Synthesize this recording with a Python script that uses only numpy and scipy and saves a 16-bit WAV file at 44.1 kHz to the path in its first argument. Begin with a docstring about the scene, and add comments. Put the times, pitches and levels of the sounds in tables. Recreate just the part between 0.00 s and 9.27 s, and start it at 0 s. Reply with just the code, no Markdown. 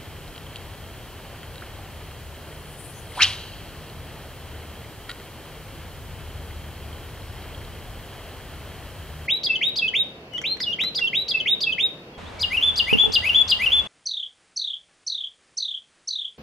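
"""A sandy river bank, a small camera, an angler to its left; the river murmurs all around, as noise with tiny
bubbles over a far rumble and a low wavering hum, and rising sine bubbles plip at the edge now and then.
First the reel ticks, as ringing modes, under a faint far whistle; line and lure hiss on the back swing and
the rod whips forward, as tones of shed eddies in a broad wake. The trees answer as a late, decaying noise
tail. Then the reel clacks shut, and near the end the whistle and a few reel ticks return."""
import sys
import numpy as np
from scipy import signal
from scipy.fft import rfft, irfft, next_fast_len
from scipy.io import wavfile
from scipy.ndimage import uniform_filter1d, minimum_filter1d, map_coordinates

SR = 44100
rng = np.random.default_rng(int(sys.argv[2]) if len(sys.argv) > 2 else 0)


def wav_record(signal):
    """Record a signal, one row per channel, as 16-bit PCM in the file named by sys.argv[1]."""
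    frames = np.transpose(np.atleast_2d(signal))
    bounded = np.clip(frames, -1, 1)
    # unit amplitude maps onto the largest positive 16-bit level
    quanta = np.round(bounded * 32767).astype(np.int16)
    wavfile.write(sys.argv[1], SR, quanta)


N = 408807

# Shade of the camera body on the right port, for sound from the left: f/Hz, level/dB
BODY_SHADE = [(1000, 0), (2400, 0), (3400, .5), (4200, -1), (5000, -7), (5800, -17), (7200, -22),
              (11000, -18)]


def amp(db):
    """dB to gain."""
    return 10 ** (np.asarray(db) / 20)


def unit(x):
    """x at rms 1."""
    return x / np.sqrt(np.mean(np.abs(x) ** 2) + 1e-20)


def along(points, hz):
    """Read a table of f/Hz and value at hz, straight lines on a log frequency axis."""
    f, value = np.transpose(points)
    return np.interp(np.log(hz + 1), np.log(f + 1), value)


def curves(rows):
    """One value per sample for each column after the time."""
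    s, *columns = np.transpose(rows)
    return [np.interp(np.arange(N) / SR, s, column) for column in columns]


def wobble(rate):
    """A smooth random curve with rate knots a second."""
    knots = rng.standard_normal(int(N * rate / SR) + 4)
    return map_coordinates(knots, [np.arange(N) * rate / SR])


def swell(t, loudest_s, db, rise_s, fall_s):
    """A rounded level in dB, 20 dB down at rise_s before and fall_s after its loudest moment."""
    return db - 20 * ((t - loudest_s) / np.where(t < loudest_s, rise_s, fall_s)) ** 2


def filtered(x, response):
    """x times a complex response of frequency."""
    m = next_fast_len(N + SR // 2)
    hz = np.fft.rfftfreq(m, 1 / SR)
    return irfft(rfft(x, m) * response(hz), m)[..., :N]


def ports(hz, left_minus_right_db):
    """Gains of the two microphone ports: a level step, and a phase lead of the left one."""
    # Phase by which the left port leads: f/Hz, lead/rad
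    left_lead = [(1000, 0), (2800, 0.27), (3400, 0.73), (4400, 1.4), (5300, 1.7), (6400, 0.68), (9000, 0)]
    side = np.array([[1], [-1]])
    return amp(side * left_minus_right_db / 2) * np.exp(.5j * side * along(left_lead, hz))


def wide(spectrum, pair):
    """Two unrelated signals mixed to a coloured stereo pair of rms 1, as sound from all around."""
    # Likeness of left and right before the port differences: f/Hz, correlation/1
    likeness = [(60, 0.93), (270, 0.92), (740, .96), (2000, 0.93), (3300, 0.99), (5000, 0.9)]
    # Balance of the ports: f/Hz, left minus right/dB
    balance = [(60, 1.5), (450, 0.51), (2000, 0.4), (3300, -1.4), (5000, 2.5)]

    def mid_side(hz):
        turn = np.arccos(np.clip(along(likeness, hz), -1, 1)) / 2
        return amp(along(spectrum, hz)) * [np.cos(turn), np.sin(turn)]

    mid, side = filtered(pair, mid_side)
    left_right = np.array([mid + side, mid - side])
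    return unit(filtered(left_right, lambda hz: ports(hz, along(balance, hz))))


def shedding(hz, db, spread, rough):
    """A tone on a moving pitch, blurred by eddies that last 1 / spread cycles; rough = their share of the power."""
    cycles = np.cumsum(hz) / SR
    knots = rng.standard_normal((2, int(cycles[-1] * spread) + 4))
    re, im = (map_coordinates(k, [cycles * spread], order=1) for k in knots)
    rough = np.clip(rough, 0, 1)
    blur = np.sqrt(1 - rough) + np.sqrt(rough) * unit(re + 1j * im)
    return amp(db) * np.sqrt(2) * np.real(blur * np.exp(2j * np.pi * cycles))


def bubbles(s, db, hz, climb, life_cycles):
    """Damped sines with a soft start whose pitch rises as the bubble nears the surface."""
    age = np.arange(900) * hz[:, None] / SR  # cycles of the starting pitch
    life = age / life_cycles  # the ring is 60 dB down at 1
    bend = 1 + np.reshape(climb, (-1, 1)) * life  # acts on phase: the pitch itself gains twice the climb
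    soft_start = 1 - np.exp(-age / 0.84)
    tone = np.sin(2 * np.pi * age * bend) * amp(db[:, None] - 60 * life) * soft_start
    at = np.round(s * SR).astype(int)[:, None] + np.arange(age.shape[1])
    return np.bincount(at.ravel(), tone.ravel(), N + SR)[:N]


def hum():
    """Two wavering low tones an octave apart come and go, slightly stronger on the left."""
    # Mean level of the two ports: t/s, low note level/dB, high note level/dB
    hum_levels = [(0.0, -54, -51), (1.0, -57, -54), (1.5, -47, -55), (2.6, -48.5, -47), (3.0, -50, -57),
                  (3.6, -54, -56), (4.0, -48.5, -49), (4.7, -46.5, -66), (5.2, -55, -57.5),
                  (6.3, -42, -53.5), (7.7, -47, -56.5), (8.4, -54, -62.5), (9.27, -41.5, -45.5)]
    low_db, high_db = curves(hum_levels)
    hz = 76.6 + 0.61 * wobble(1.6)
    low = shedding(hz, low_db, .04, 0.15)
    high = shedding(2 * hz, high_db, .06, 0.33)
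    return (low + high) * amp([[.7], [-.7]])


def river():
    """Far water is smooth noise; ripples add a fine fizz of tiny bubbles; the rumble heaves slowly."""
    # Slow course of both, before the random wobble: t/s, river level/dB, rumble level/dB
    flow = [(0, -44.5, -42), (1.2, -44, -43), (2.2, -44.5, -42.5), (4.1, -44.2, -41.5), (5.4, -44.5, -44),
            (6.3, -44.5, -40.5), (8.3, -43.5, -41.5), (9.27, -44, -43.5)]
    # Colour of the water, relative: f/Hz, level/dB
    water_colour = [(120, -62), (190, -3), (283, -2), (420, -0.5), (700, -3.5), (1110, -7.5), (2050, -11.5),
                    (2350, -13), (2800, -13.5), (3450, -18), (3650, -22), (3900, -20), (4500, -24),
                    (5500, -28.5), (8000, -44)]
    # Colour of the far rumble, relative: f/Hz, level/dB
    rumble_colour = [(12, -34), (20, -14), (40, 3.5), (70, -0.5), (92, 4.5), (152, -3.5), (184, -9),
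                     (220, -13.5), (290, -31), (480, -120)]
    river_db, rumble_db = curves(flow)
    when, size, pitch = rng.random((3, 3000))
    ripples = bubbles(when * N / SR, 6 * size, 1500 * 3.5 ** pitch, .1, life_cycles=12)
    pair = rng.standard_normal((2, N))
    pair[0] += 0.16 * unit(ripples)
    water = amp(river_db + 0.48 * wobble(6)) * wide(water_colour, pair)
    rumble = wide(rumble_colour, rng.standard_normal((2, N)))
    return water + amp(rumble_db + 1.1 * wobble(2.43)) * rumble


def whistle():
    """A faint fuzzy tone far off swells and fades, its narrow band all random blur."""
    # The two swells: loudest t/s, level/dB, rise/s, fall/s
    whistle_swells = [(.3, -72, .35, .25), (7.3, -69, .3, .3)]
    t = np.arange(N) / SR
    level = sum(amp(swell(t, *row)) for row in whistle_swells)
    return level * shedding(np.full(N, 5330), 0, .08, 1)


def trees(x):
    """The wooded banks answer 30 ms late as a noise tail, each frequency dying at its own speed."""
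    # Decay of the far tree line: f/Hz, t60/s
    tree_t60 = [(500, .4), (2200, 1.5), (3150, 1.5), (3800, 0.7), (4400, 2.1), (5500, 1), (10000, 1.5)]
    # Colour of the whole answer, relative: f/Hz, level/dB
    leaf_colour = [(700, 12), (1600, 0.5), (2500, -6), (3150, 2), (4300, -1.5), (5500, -8.5), (10000, -2)]
    hz, t, noise = signal.stft(rng.standard_normal((2, SR)), SR, nperseg=256)
    near_bushes = amp(-60 * t / 0.18)
    far_trees = amp(-2.5 - 60 * t / along(tree_t60, hz)[:, None])
    mid, side = signal.istft(noise * (near_bushes + far_trees), SR, nperseg=256)[1]
    tail = np.array([mid + 0.14 * side, mid - 0.11 * side]) / np.linalg.norm(mid)
    delayed = np.pad(x, (round(.03 * SR), 0))
    late = signal.fftconvolve(delayed[None], tail, axes=1)[:, :N]
    return filtered(late, lambda hz: amp(along(leaf_colour, hz)) * ports(hz, -.6 * along(BODY_SHADE, hz)))


def plips():
    """Single drops at the water's edge, each a bubble ringing at a rising pitch."""
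    # Drops: t/s, starting level/dB before the soft start, starting f/Hz, climb (half the pitch gained in a life)/1
    drops = [(.349, -40, 3140, 0.092), (0.466, -37, 3050, .1), (1.581, -35, 3760, .1),
             (1.621, -28.5, 1126, 1.6), (1.787, -35, 730, 0.51), (3.12, -32, 2070, .1),
             (3.899, -39, 4000, .1), (4.629, -36, 2010, .2), (6.509, -33, 2040, 0.091),
             (6.929, -37, 3020, .1), (7.22, -40, 3920, .1), (7.547, -36, 3160, .1), (7.91, -43, 1150, .2)]
    return bubbles(*np.transpose(drops), life_cycles=39)


def reel():
    """Each contact rings the same modes at new strengths, some with more knock, some with more clack."""
    # Contacts as the reel is shut and handled: t/s, level/dB, low knock level/dB, bright clack level/dB
    contacts = [(0.2786, -44, -5, 1), (0.3617, -34, -6, -10), (0.379, -34, -7, -9),
                (0.5587, -24, -24, -12.5), (0.567, -40, -6, 2), (1.431, -35, 2, -10), (1.557, -42, 4, 0),
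                (1.6095, -43, 1, 1), (5.093, -31, 6, -6), (5.0952, -30.5, 4, -3), (5.0988, -32, -6, -4),
                (5.103, -28.5, 0, -7), (5.1111, -35, -7, -5), (5.1147, -29, -1, -3), (5.1994, -40, 4, -8),
                (7.421, -43, -5, -2), (7.65, -40, -11, -7)]
    # What the reel rings with: f/Hz, relative level/dB, t60/s
    reel_modes = [(1453, -4, 0.026), (1940, 3, 0.009), (2830, 1.5, .006), (3160, -1.5, 0.0091),
                  (3870, 5.5, 0.0093), (4270, 5.5, 0.0054), (7200, 4, .005), (8600, 5, 0.0033),
                  (10200, 2, .004)]
    knock_below_hz, clack_above_hz = 2400, 3500
    out, t = np.zeros(N + SR), np.arange(SR // 10) / SR
    rise = 1 - np.exp(-t / .0004)
    hz, mode_db, t60 = np.transpose(reel_modes)[:, :, None]
    modes = amp(mode_db - 60 * t / t60) * np.sin(2 * np.pi * hz * t)
    scatter_db = 1.5 * rng.standard_normal((len(contacts), len(hz)))
    for (s, db, knock_db, clack_db), chance_db in zip(contacts, scatter_db):
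        colour_db = knock_db * (hz < knock_below_hz) + clack_db * (hz > clack_above_hz)
        strengths = amp(db + chance_db + colour_db[:, 0])
        out[round(s * SR):][:len(t)] += rise * (strengths @ modes)
    return out[:N]


def swish():
    """Rod, line and lure shed eddies at a rate of air speed over thickness; the rod drags a turbulent wake."""
    # Rows: lure at the turn of the back swing; thick lower rod; middle; tip; flick as the rod straightens; rebound.
    # Fastest t/s, shedding f/Hz then, width of the speed bell/s, loudest t/s, level/dB, rise/s, fall/s,
    # eddy spread/(1/cycle), roughness/1 (held to 0-1)
    moving_parts = [(2.99, 6500, .25, 2.98, -52, .07, .05, .2, 1),
                    (3.228, 1941, .044, 3.213, -23.5, 0.049, 0.049, .68, 0.9),
                    (3.236, 3095, 0.047, 3.224, -17.5, .03, 0.0074, .3, 0.54),
                    (3.232, 5904, .03, 3.229, -18, 0.019, 0.021, .36, 1.06),
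                    (3.233, 3930, 0.036, 3.232, -14, 0.0063, 0.0035, .25, 0.5),
                    (3.261, 3273, .05, 3.24, -21, 0.0088, 0.021, .2, 0.45)]
    # The thin line sheds far higher: t/s, level/dB before the flutter, shedding f/Hz
    thin_line = [(2.45, -68, 9670), (2.55, -54, 9660), (2.64, -61, 9900), (2.69, -54, 9740),
                 (2.82, -45, 9350), (2.95, -51, 10030), (2.995, -49, 10000), (3.068, -57, 9320),
                 (3.125, -47, 9900), (3.14, -54, 9500), (3.2, -45, 9430)]
    # Wake of the whole rod, a burst inside a longer swell: loudest t/s, level/dB, rise/s, fall/s
    wake_swells = [(3.228, -26, 0.025, 0.039), (3.27, -34.5, .14, 0.12)]
    # Colour of the wake, relative: f/Hz, level/dB
    wake_colour = [(500, -40), (1200, -5), (2500, 4), (5000, -2), (7000, -7), (8200, -10.5), (9500, -8),
                   (12000, -22), (15000, -35)]
    air, t = np.zeros(N), np.arange(N) / SR
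    for fastest_s, top_hz, width_s, loudest_s, db, rise_s, fall_s, spread, rough in moving_parts:
        span = slice(round((loudest_s - .125) * SR), round((loudest_s + .125) * SR))
        hz = top_hz / (1 + ((t[span] - fastest_s) / width_s) ** 2)
        level_db = swell(t[span], loudest_s, db, rise_s, fall_s)
        air[span] += shedding(hz, level_db, spread, rough)
    span = slice(round(thin_line[0][0] * SR), round(thin_line[-1][0] * SR))
    line_db, line_hz = curves(thin_line)
    flutter_db = 2.2 * wobble(60)
    air[span] += shedding(line_hz[span], (line_db + flutter_db)[span], 0.41, 0.95)
    rush = unit(filtered(rng.standard_normal(N), lambda hz: amp(along(wake_colour, hz))))
    return air + sum(amp(swell(t, *row)) for row in wake_swells) * rush


def scene():
    """The angler and the drops are to the left, the right port in shade; the river lies all around."""
    near = swish() + reel() + plips()
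    direct = filtered(near, lambda hz: ports(hz, 0) * amp([0 * hz, along(BODY_SHADE, hz)]))
    return direct + amp(-14.5) * trees(near) + river() + hum() + whistle()


def record(dry):
    """Resonances of the microphone ports, the hiss of each amplifier, a quick peak limiter, the band limit."""
    # Port resonances: f/Hz, width/Hz, level/dB of the resonant part added to the direct sound
    port_modes = [(3190, 270, 4.5), (4270, 950, 1.5)]
    # Colour of the amplifier hiss, relative: f/Hz, level/dB
    hiss_colour = [(1000, -9.5), (4000, -1.5), (7000, -1.5), (14000, -0.5), (15800, -4.5)]
    ceiling, top_hz = .91, 15750

    def port(f):
        return 1 + sum(amp(db) * 1j * f * w / (c * c - f * f + 1j * f * w) for c, w, db in port_modes)

    hiss = unit(filtered(rng.standard_normal((2, N)), lambda hz: amp(along(hiss_colour, hz))))
    x = filtered(dry, port) + amp(-51) * hiss
    needed = ceiling / np.maximum(np.abs(x).max(axis=0), ceiling)
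    gain = uniform_filter1d(minimum_filter1d(needed, size=121), size=61)  # windows in samples
    return filtered(x * gain, lambda hz: hz < top_hz)


dry = scene()
out = record(dry)
wav_record(out)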